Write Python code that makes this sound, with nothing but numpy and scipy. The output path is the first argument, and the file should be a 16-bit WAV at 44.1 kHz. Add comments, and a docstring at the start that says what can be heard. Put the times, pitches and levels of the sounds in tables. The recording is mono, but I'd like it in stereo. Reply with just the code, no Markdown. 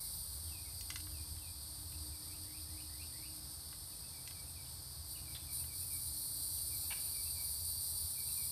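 """A summer garden through a porch screen, in mono. From the start a town rumbles, a far motor hums
and a chorus of cicadas sizzles, each clicking two tiny drums (tymbals), while nearer cicadas fade.
Around 1 s a squirrel's teeth click on a nut, then only now and again. A distant songbird whistles
lone notes and, from about 2 s, slurred phrases. After 5 s the near cicadas stutter, and from 6 s
they buzz on to the end. Another bird rasps at 5.3 s and again at 6.9 s."""
import sys
import numpy as np
from scipy import signal
from scipy.fft import rfft, irfft
from scipy.io import wavfile
from scipy.ndimage import uniform_filter1d

SR = 44100
rng = np.random.default_rng(int(sys.argv[2]) if len(sys.argv) > 2 else 0)


def generate_wav(sig):
    """Save sig (samples, or channels by samples) to the path in sys.argv[1] as 16-bit PCM at SR."""
    pcm = np.round(np.clip(np.atleast_2d(sig).T, -1, 1) * 32767).astype(np.int16)
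    wavfile.write(sys.argv[1], SR, pcm)


N = 375291
TIME = np.arange(N) / SR


def amp(db):
    """Turns decibels into a number to multiply by."""
    return 10 ** (np.asarray(db) / 20)


def unit(x):
    """Scales a sound to an average strength (rms) of 1."""
    return x / np.sqrt(np.mean(x ** 2) + 1e-20)


def curve(rows):
    """Joins the points in each column of a table with straight lines in time."""
    times, *columns = np.transpose(rows)
    return [np.interp(TIME, times, column) for column in columns]


def colour(x, spectrum):
    """Makes each frequency as strong as a table says, then scales the sound to strength 1."""
    hz, db = np.transpose(spectrum)
    f = np.fft.rfftfreq(N, 1 / SR)
    gain = amp(np.interp(np.log(f + 1), np.log(hz), db, left=-90, right=-90))
    return unit(irfft(rfft(x) * gain, N))


def drift(per_s):
    """A random wobble of strength 1, up to about per_s times a second."""
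    f = np.fft.rfftfreq(N, 1 / SR)
    return unit(irfft(rfft(rng.standard_normal(N)) * (f > 0) / (1 + (f / per_s) ** 4), N))


def add(mix, start_s, sound):
    """Mixes a sound in at the given time."""
    part = mix[max(round(start_s * SR), 0):][:len(sound)]
    part += sound[:len(part)]


def garden(x, wet_db, t60):
    """Adds echoes from trees, fence and porch, which fade by 60 dB in t60 seconds."""
    t = np.arange(SR) / SR
    echoes = rng.standard_normal(SR) * (rng.random(SR) < 2000 / SR)  # about 2000 a second
    echoes *= (t > .002) * amp(-60 * t / t60)
    return x + amp(wet_db) * signal.fftconvolve(x, echoes / np.linalg.norm(echoes))[:N]


def drone(rows, waver, waver_per_s, flutter_db):
    """A held tone with wobbly pitch and loudness, fading out beyond its table's first and last time."""
    hz, db = curve(rows)
    wobbly_hz = hz * (1 + waver * drift(waver_per_s))
    tone = unit(np.sin(2 * np.pi * np.cumsum(wobbly_hz) / SR))
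    fade = np.clip(np.minimum(TIME - rows[0][0], rows[-1][0] - TIME) / .05 + 1, 0, 1)
    return amp(db + flutter_db * drift(waver_per_s)) * tone * fade


# the hush of still air and far traffic: f/Hz, relative level/dB
AIR_SPECTRUM = [(70, -15.5), (110, -14.5), (150, -11), (200, -22), (280, -21), (400, -27.5), (950, -25),
                (1500, -31), (2800, -39), (5000, -26), (15000, -55.5)]
# a far engine's rumble: f/Hz, relative level/dB
RUMBLE_SPECTRUM = [(20, -29), (35, -18), (50, -5), (68, -1), (84, 4), (108, -11.5), (170, -31.5)]
# how the rumble swells and sinks: t/s, relative level/dB
RUMBLE_SWELL = [(0, -53.5), (1.8, -52), (3.9, -58.5), (5.3, -55), (8.5, -55.5)]
# a wavering machine hum: t/s, f/Hz, level/dB
MACHINE_HUM = [(0, 123, -88), (1.1, 125, -64), (2.4, 124.4, -70), (3.6, 124.3, -66.5), (5, 124.6, -62.5),
               (6.4, 123.2, -62.5), (7, 123.5, -68), (8.5, 123.2, -65)]
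# a far motor's tone: t/s, f/Hz, level/dB
FAR_MOTOR = [(.42, 310, -68), (.8, 307.8, -81.5), (1, 305.5, -65), (1.5, 307, -71.5), (1.85, 304.4, -67.5),
             (2.8, 309, -65.5), (3.1, 308, -73.5), (3.3, 310.3, -65), (3.9, 309.2, -75.5),
             (4.9, 310, -78.5), (5.27, 313, -69.5), (5.6, 302.2, -73.5), (6.3, 299.3, -72),
             (6.85, 302, -73), (7.3, 303.7, -81)]

def town():
    """Soft noise from air and engines, a wavering hum, and a far motor that comes and goes."""
    air = colour(rng.standard_normal(N), AIR_SPECTRUM) * amp(-60.5 + 0.47 * drift(3.6))
    swell_db, = curve(RUMBLE_SWELL)
    rumble = amp(swell_db + 0.8 + .6 * drift(2.8)) * colour(rng.standard_normal(N), RUMBLE_SPECTRUM)
    hum = drone(MACHINE_HUM, waver=0.0192, waver_per_s=5.7, flutter_db=1.5)
    motor = drone(FAR_MOTOR, waver=0.0065, waver_per_s=13.2, flutter_db=2.5)
    return air + rumble + hum + motor


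# the songbird's single notes: t/s, level/dB, syllable
LONE_NOTES = [(.005, -68, "chup"), (.46, -62, "slur"), (.645, -68, "chup"), (1.08, -65.5, "slur"),
              (1.363, -64, "slur"), (1.919, -66, "pip"), (2.115, -67, "tew"), (2.42, -71, "tsip"),
              (3.905, -72, "zip"), (4.03, -66, "pip"), (4.635, -65, "tsip"), (5.145, -64, "zip"),
              (6.555, -63, "tsip")]
# its phrases: t/s, number of notes, first level/dB, syllable
PHRASES = [(2.194, 5, -64.5, "rise"), (4.122, 3, -65, "tew"), (5.248, 4, -63, "tew"), (6.70, 4, -62, "tew"),
           (8.146, 2, -61, "tew")]
# time from one note to the next in a phrase: syllable -> step/s
PACE_S = {"rise": .228, "tew": .215}

def song_notes(louder_db=0.8, pip_lead_s=.094, pip_db=-5.5):
    """Lists the bird's notes: a phrase repeats one syllable at an even pace, louder each time."""
    notes = list(LONE_NOTES)
    for start, repeats, first_db, name in PHRASES:
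        for k in range(repeats):
            at, db = start + k * PACE_S[name], first_db + k * louder_db
            notes.append((at, db, name))
            if name == "tew" and k > 0:  # a soft pip leads into each repeat
                notes.append((at - pip_lead_s, db + pip_db, "pip"))
    return notes


# each whistle's shape, at even steps in time: syllable -> f/Hz, relative level/dB
SYLLABLES = { "slur": [(3350, -7), (3180, 0), (2800, -18), (2680, 0), (2520, -3), (2440, -3), (2417, -2.5),
             (2360, -4)], "rise": [(1700, -12), (1860, -8), (1920, -11), (2020, -10), (2120, -12),
             (2330, -0.5), (2650, -0.5), (3150, 0)], "tew": [(2612, -6), (2393, -3.5), (2316, 1),
             (2288, -5.5), (2285, -9.5), (2285, -10)], "pip": [(2480, -9), (2560, 1.5), (2660, -10)],
             "zip": [(3070, -10), (2660, 2.5), (2310, 0)], "tsip": [(3890, 2), (3280, -3), (2600, 0)],
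             "chup": [(2250, 0), (2130, -1), (2000, -6)], }
# how each is sung: syllable -> length/s, wobble as a share of the pitch
DELIVERY = {"slur": (.15, .013), "rise": (.175, .04), "tew": (.085, .006), "pip": (.04, .022),
            "zip": (.042, .015), "tsip": (.036, .015), "chup": (.05, .02)}
# the bird's strongest echoes: delay/s, relative level/dB
ECHOES = [(.0045, -9), (.014, -8), (.027, -7.5)]

def songbird(flutter_db=2.5):
    """Distant whistles that slide and tremble, with echoes trailing behind."""
    out, wobble = np.zeros(N), drift(87)
    for start, db, name in song_notes():
        length, quaver = DELIVERY[name]
        progress = np.linspace(0, 1, int(length * SR))
        steps = np.linspace(0, 1, len(SYLLABLES[name]))
        hz, shape_db = (np.interp(progress, steps, column) for column in np.transpose(SYLLABLES[name]))
        shake = np.resize(wobble[int(start * SR):], len(hz))
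        whistle = np.sin(2 * np.pi * np.cumsum(hz * (1 + quaver * shake)) / SR)
        note = amp(db + shape_db + flutter_db * shake) * whistle * signal.windows.tukey(len(hz), .25)
        for delay, echo_db in [(0, 0)] + ECHOES:
            add(out, start + delay, amp(echo_db) * note)
    return garden(out, wet_db=-5.5, t60=1.0)


# harsh calls: t/s, length/s, level/dB, f/Hz, throat tuning factor, brightness/(dB per octave),
# roughness from 0 to 1
RASPS = [(5.342, 0.036, -51.5, 456, 1.484, 13, 1), (6.898, 0.045, -48, 334, 0.993, 0, 0.7)]
# where the bird's throat rings: f/Hz, width/Hz, relative level/dB
THROAT = [(1010, 150, -7), (1670, 450, -10), (2370, 210, -1), (2750, 110, 0), (3470, 610, -19)]

def rasping_bird(top_hz=4600):
    """Noise and pulses ring a bird's throat; the rougher the call, the more of it is noise."""
    out = np.zeros(N)
    for start, length, db, hz, tuning, bright_db, rough in RASPS:
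        n = int(length * SR)
        pulses = np.diff(np.floor(np.arange(n + 1) * hz / SR))
        breath = (1 - rough) * unit(pulses - pulses.mean()) + rough * rng.standard_normal(n)
        voice = np.zeros(n)
        for f, width, ring_db in THROAT:
            ring = signal.lfilter(*signal.iirpeak(f * tuning, f / width, SR), breath)
            voice += amp(ring_db + bright_db * np.log2(f)) * ring
        voice = signal.sosfilt(signal.butter(5, top_hz, fs=SR, output="sos"), voice)
        add(out, start, amp(db) * unit(voice * signal.windows.tukey(n, .6)))
    return garden(out, wet_db=-7, t60=0.61)


# teeth hitting the nut: t/s, peak level/dB, brightness/(dB per octave)
BITES = [(0.81, -34, 14), (.9026, -31, 2), (0.9585, -32, 0.5), (1.003, -40, 8), (1.069, -46, -6),
         (1.365, -51, 0), (1.924, -50, -2), (3.728, -47, -8), (4.276, -36, 5), (4.3087, -45, -1),
         (5.641, -48, 0)]
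# the tones the nutshell rings with: f/Hz, relative level/dB, time to fade by 60 dB/s
NUTSHELL = [(1150, -3, 0.024), (1550, -1.5, 0.018), (2090, 0, 0.029), (2610, 4.5, 0.013), (2980, 2, 0.014),
            (3620, -2, 0.023), (4250, 0.5, 0.025), (5820, -4, 0.025), (6720, -6, 0.015)]

def squirrel(crack_gain=0.94, crack_t60=0.024):
    """Each bite is a brief crack and a dry ring of the shell; a sharper bite cracks higher."""
    out, t = np.zeros(N), np.arange(SR // 10) / SR
    hz, db, t60 = np.transpose(NUTSHELL)[:, :, None]
    bass_cut = signal.butter(3, 950, "high", fs=SR, output="sos")  # a nut is too small to give off bass
    for start, peak_db, bright_db in BITES:
        detune, phase = rng.standard_normal((2, len(NUTSHELL), 1))
        tones = np.sin(2 * np.pi * (hz * (1 + .03 * detune) * t + phase))
        tones *= amp(db + bright_db * np.log2(hz / hz.mean()) - 60 * t / t60)
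        band_hz = np.minimum(np.array([1300, 6500]) * amp(bright_db), .45 * SR)
        band = signal.butter(2, band_hz, "band", fs=SR, output="sos")
        crack = signal.sosfilt(band, rng.standard_normal(len(t))) * amp(-60 * t / crack_t60)
        bite = signal.sosfilt(bass_cut, unit(tones.sum(0)) + crack_gain * unit(crack))
        add(out, start, amp(peak_db) * bite / abs(bite).max())
    return garden(out, wet_db=-4.5, t60=0.13)


def tymbals(beat_hz, jitter_s, uneven, ribs_s, flex_s, ribs=3):
    """A cicada's two drums buckle in turn, clicking rib by rib; the gaps shift as its body flexes."""
    progress = np.cumsum(2 * beat_hz) / SR
    strokes = np.arange(1, int(progress[-1]))
    stroke_s = np.interp(strokes, progress, TIME) + jitter_s * rng.standard_normal(len(strokes))
    strength = np.exp(uneven * rng.standard_normal(len(strokes)))
    clicks = np.zeros(N)
    for rib_delay in ribs_s * rng.random((ribs, 2)):
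        flex = flex_s * unit(uniform_filter1d(rng.standard_normal(len(strokes)), size=80))
        place = (stroke_s + rib_delay[strokes % 2] + flex) * SR
        # a click falls between samples, so spread it over its neighbours
        near = np.floor(place).astype(int)[:, None] + np.arange(-5, 7)
        np.add.at(clicks, near % N, strength[:, None] * np.sinc(near - place[:, None]))
    return clicks


# the sizzle of the far cicadas: f/Hz, relative level/dB
CHORUS_SPECTRUM = [(1760, -28.5), (3000, -24.5), (3270, -16), (4680, 2), (5210, -5), (5610, -12.5),
                   (7010, -22), (7550, -12), (8290, 0.5), (9430, 3), (10600, -11.5), (11900, -3.5),
                   (13500, -5.5), (14400, -17.5), (15000, -43)]
# how loud they are: t/s, level/dB
CHORUS_LEVEL = [(0, -48.5), (1.2, -49), (3, -49), (4.9, -50.5), (8.5, -48)]

def far_cicadas(count=8):
    """Many far cicadas, each at its own beat, blurred by the trees into a sizzle."""
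    crowd = np.zeros(N)
    for _ in range(count):
        beat_hz = rng.uniform(140, 200) * (1 + .006 * drift(2))
        crowd += tymbals(beat_hz, jitter_s=.00008, uneven=0.33, ribs_s=.0015, flex_s=.00004)
    sizzle = colour(garden(crowd, wet_db=2, t60=0.5), CHORUS_SPECTRUM)
    level_db, = curve(CHORUS_LEVEL)
    return sizzle * amp(level_db + 0.53 * drift(12.6))


def surge(start_s, hold_s, rise_db_per_s=220, fall_db_per_s=134):
    """A push of effort that rises quickly, holds and falls away."""
    age = TIME - start_s
    return amp(rise_db_per_s * np.minimum(age, 0) - fall_db_per_s * np.maximum(age - hold_s, 0))


# the near cicadas' short bursts of effort: t/s, hold/s, relative level/dB
SURGES = [(0, 0.026, -56), (0.145, 0.024, -67), (5.095, .04, -54), (5.299, .02, -57), (5.536, 0.081, -49.5),
          (5.79, 0.016, -49), (5.95, 0.075, -58)]

def cicada_effort(fade_db_per_s=9.5, restart_s=5.93, swell_db_per_s=9):
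    """One song dies away; after a rest, a few false starts lead into the next, which swells and holds."""
    dying = amp(-55 - fade_db_per_s * TIME)
    stutters = sum(amp(db) * surge(start, hold_s) for start, hold_s, db in SURGES)
    song_db = np.minimum(-52 + swell_db_per_s * (TIME - restart_s), -47.5)
    return dying + stutters + amp(song_db) * surge(restart_s, hold_s=TIME[-1])


# the near cicadas' muscle beat, which slows as they settle into song: t/s, f/Hz
MUSCLE_BEAT = [(0, 180), (1.1, 162), (5.5, 182), (6.1, 161), (6.5, 165), (7.1, 159.6), (7.6, 170),
               (8.5, 154)]
# one row for each near cicada: factor on the beat, relative level/dB
SINGERS = [(1, -13), (1.068, -9.5), (.885, -10.5), (.96, -13)]
# how a cicada's belly rings: f/Hz, relative level/dB
BELLY_SPECTRUM = [(3000, -45), (4000, -13), (4650, -6), (5150, -11), (5700, -15.5), (6800, -24.5),
                  (7800, -10.5), (8500, -2), (9100, 1.5), (9950, -1), (10700, -16.5), (12000, -7),
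                  (13200, -1), (14500, -9.5), (15600, -31)]
# ringing notes that stand out of the buzz, one table each: t/s, f/Hz, level/dB
RINGING_NOTES = [
    [(6.1, 4730, -70), (6.35, 4670, -58.5), (6.6, 4580, -65), (7.3, 4624, -57), (7.8, 4590, -56.5),
     (8.5, 4607, -70)],
    [(6.15, 4370, -59), (6.3, 4370, -56), (6.48, 4330, -66), (7.4, 4350, -65), (8.5, 4355, -68)],
    [(2.1, 5210, -69), (3.6, 5205, -67.5), (5, 5210, -70)],
]

def near_cicadas():
    """Fast, steady clicks ring each cicada's belly, making a bright buzz with a few ringing notes."""
    beat_hz, = curve(MUSCLE_BEAT)
    clicks = np.zeros(N)
    for factor, db in SINGERS:
        own_hz = beat_hz * factor * (1 + .002 * drift(2.975))
        clicks += amp(db) * tymbals(own_hz, jitter_s=.000012, uneven=0.27, ribs_s=.002,
                                    flex_s=.00002, ribs=4)
    buzz = colour(garden(clicks, wet_db=1.5, t60=0.15), BELLY_SPECTRUM)
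    loudness = cicada_effort() * amp(5.5 + 0.65 * drift(13))
    ringing = sum(drone(note, waver=0.00151, waver_per_s=16.6, flutter_db=1.5) for note in RINGING_NOTES)
    return loudness * buzz + ringing


def scene():
    """Adds up the whole garden, the same on the left and the right."""
    mono = far_cicadas() + near_cicadas() + songbird() + rasping_bird() + squirrel() + town()
    return np.array([mono, mono])


def record(dry, top_hz=15650):
    """Cuts away the very highest treble."""
    treble_cut = signal.firwin(511, top_hz, window=("kaiser", 9), fs=SR)
    return signal.oaconvolve(dry, treble_cut[None], "same")


dry = scene()
out = record(dry)
generate_wav(out)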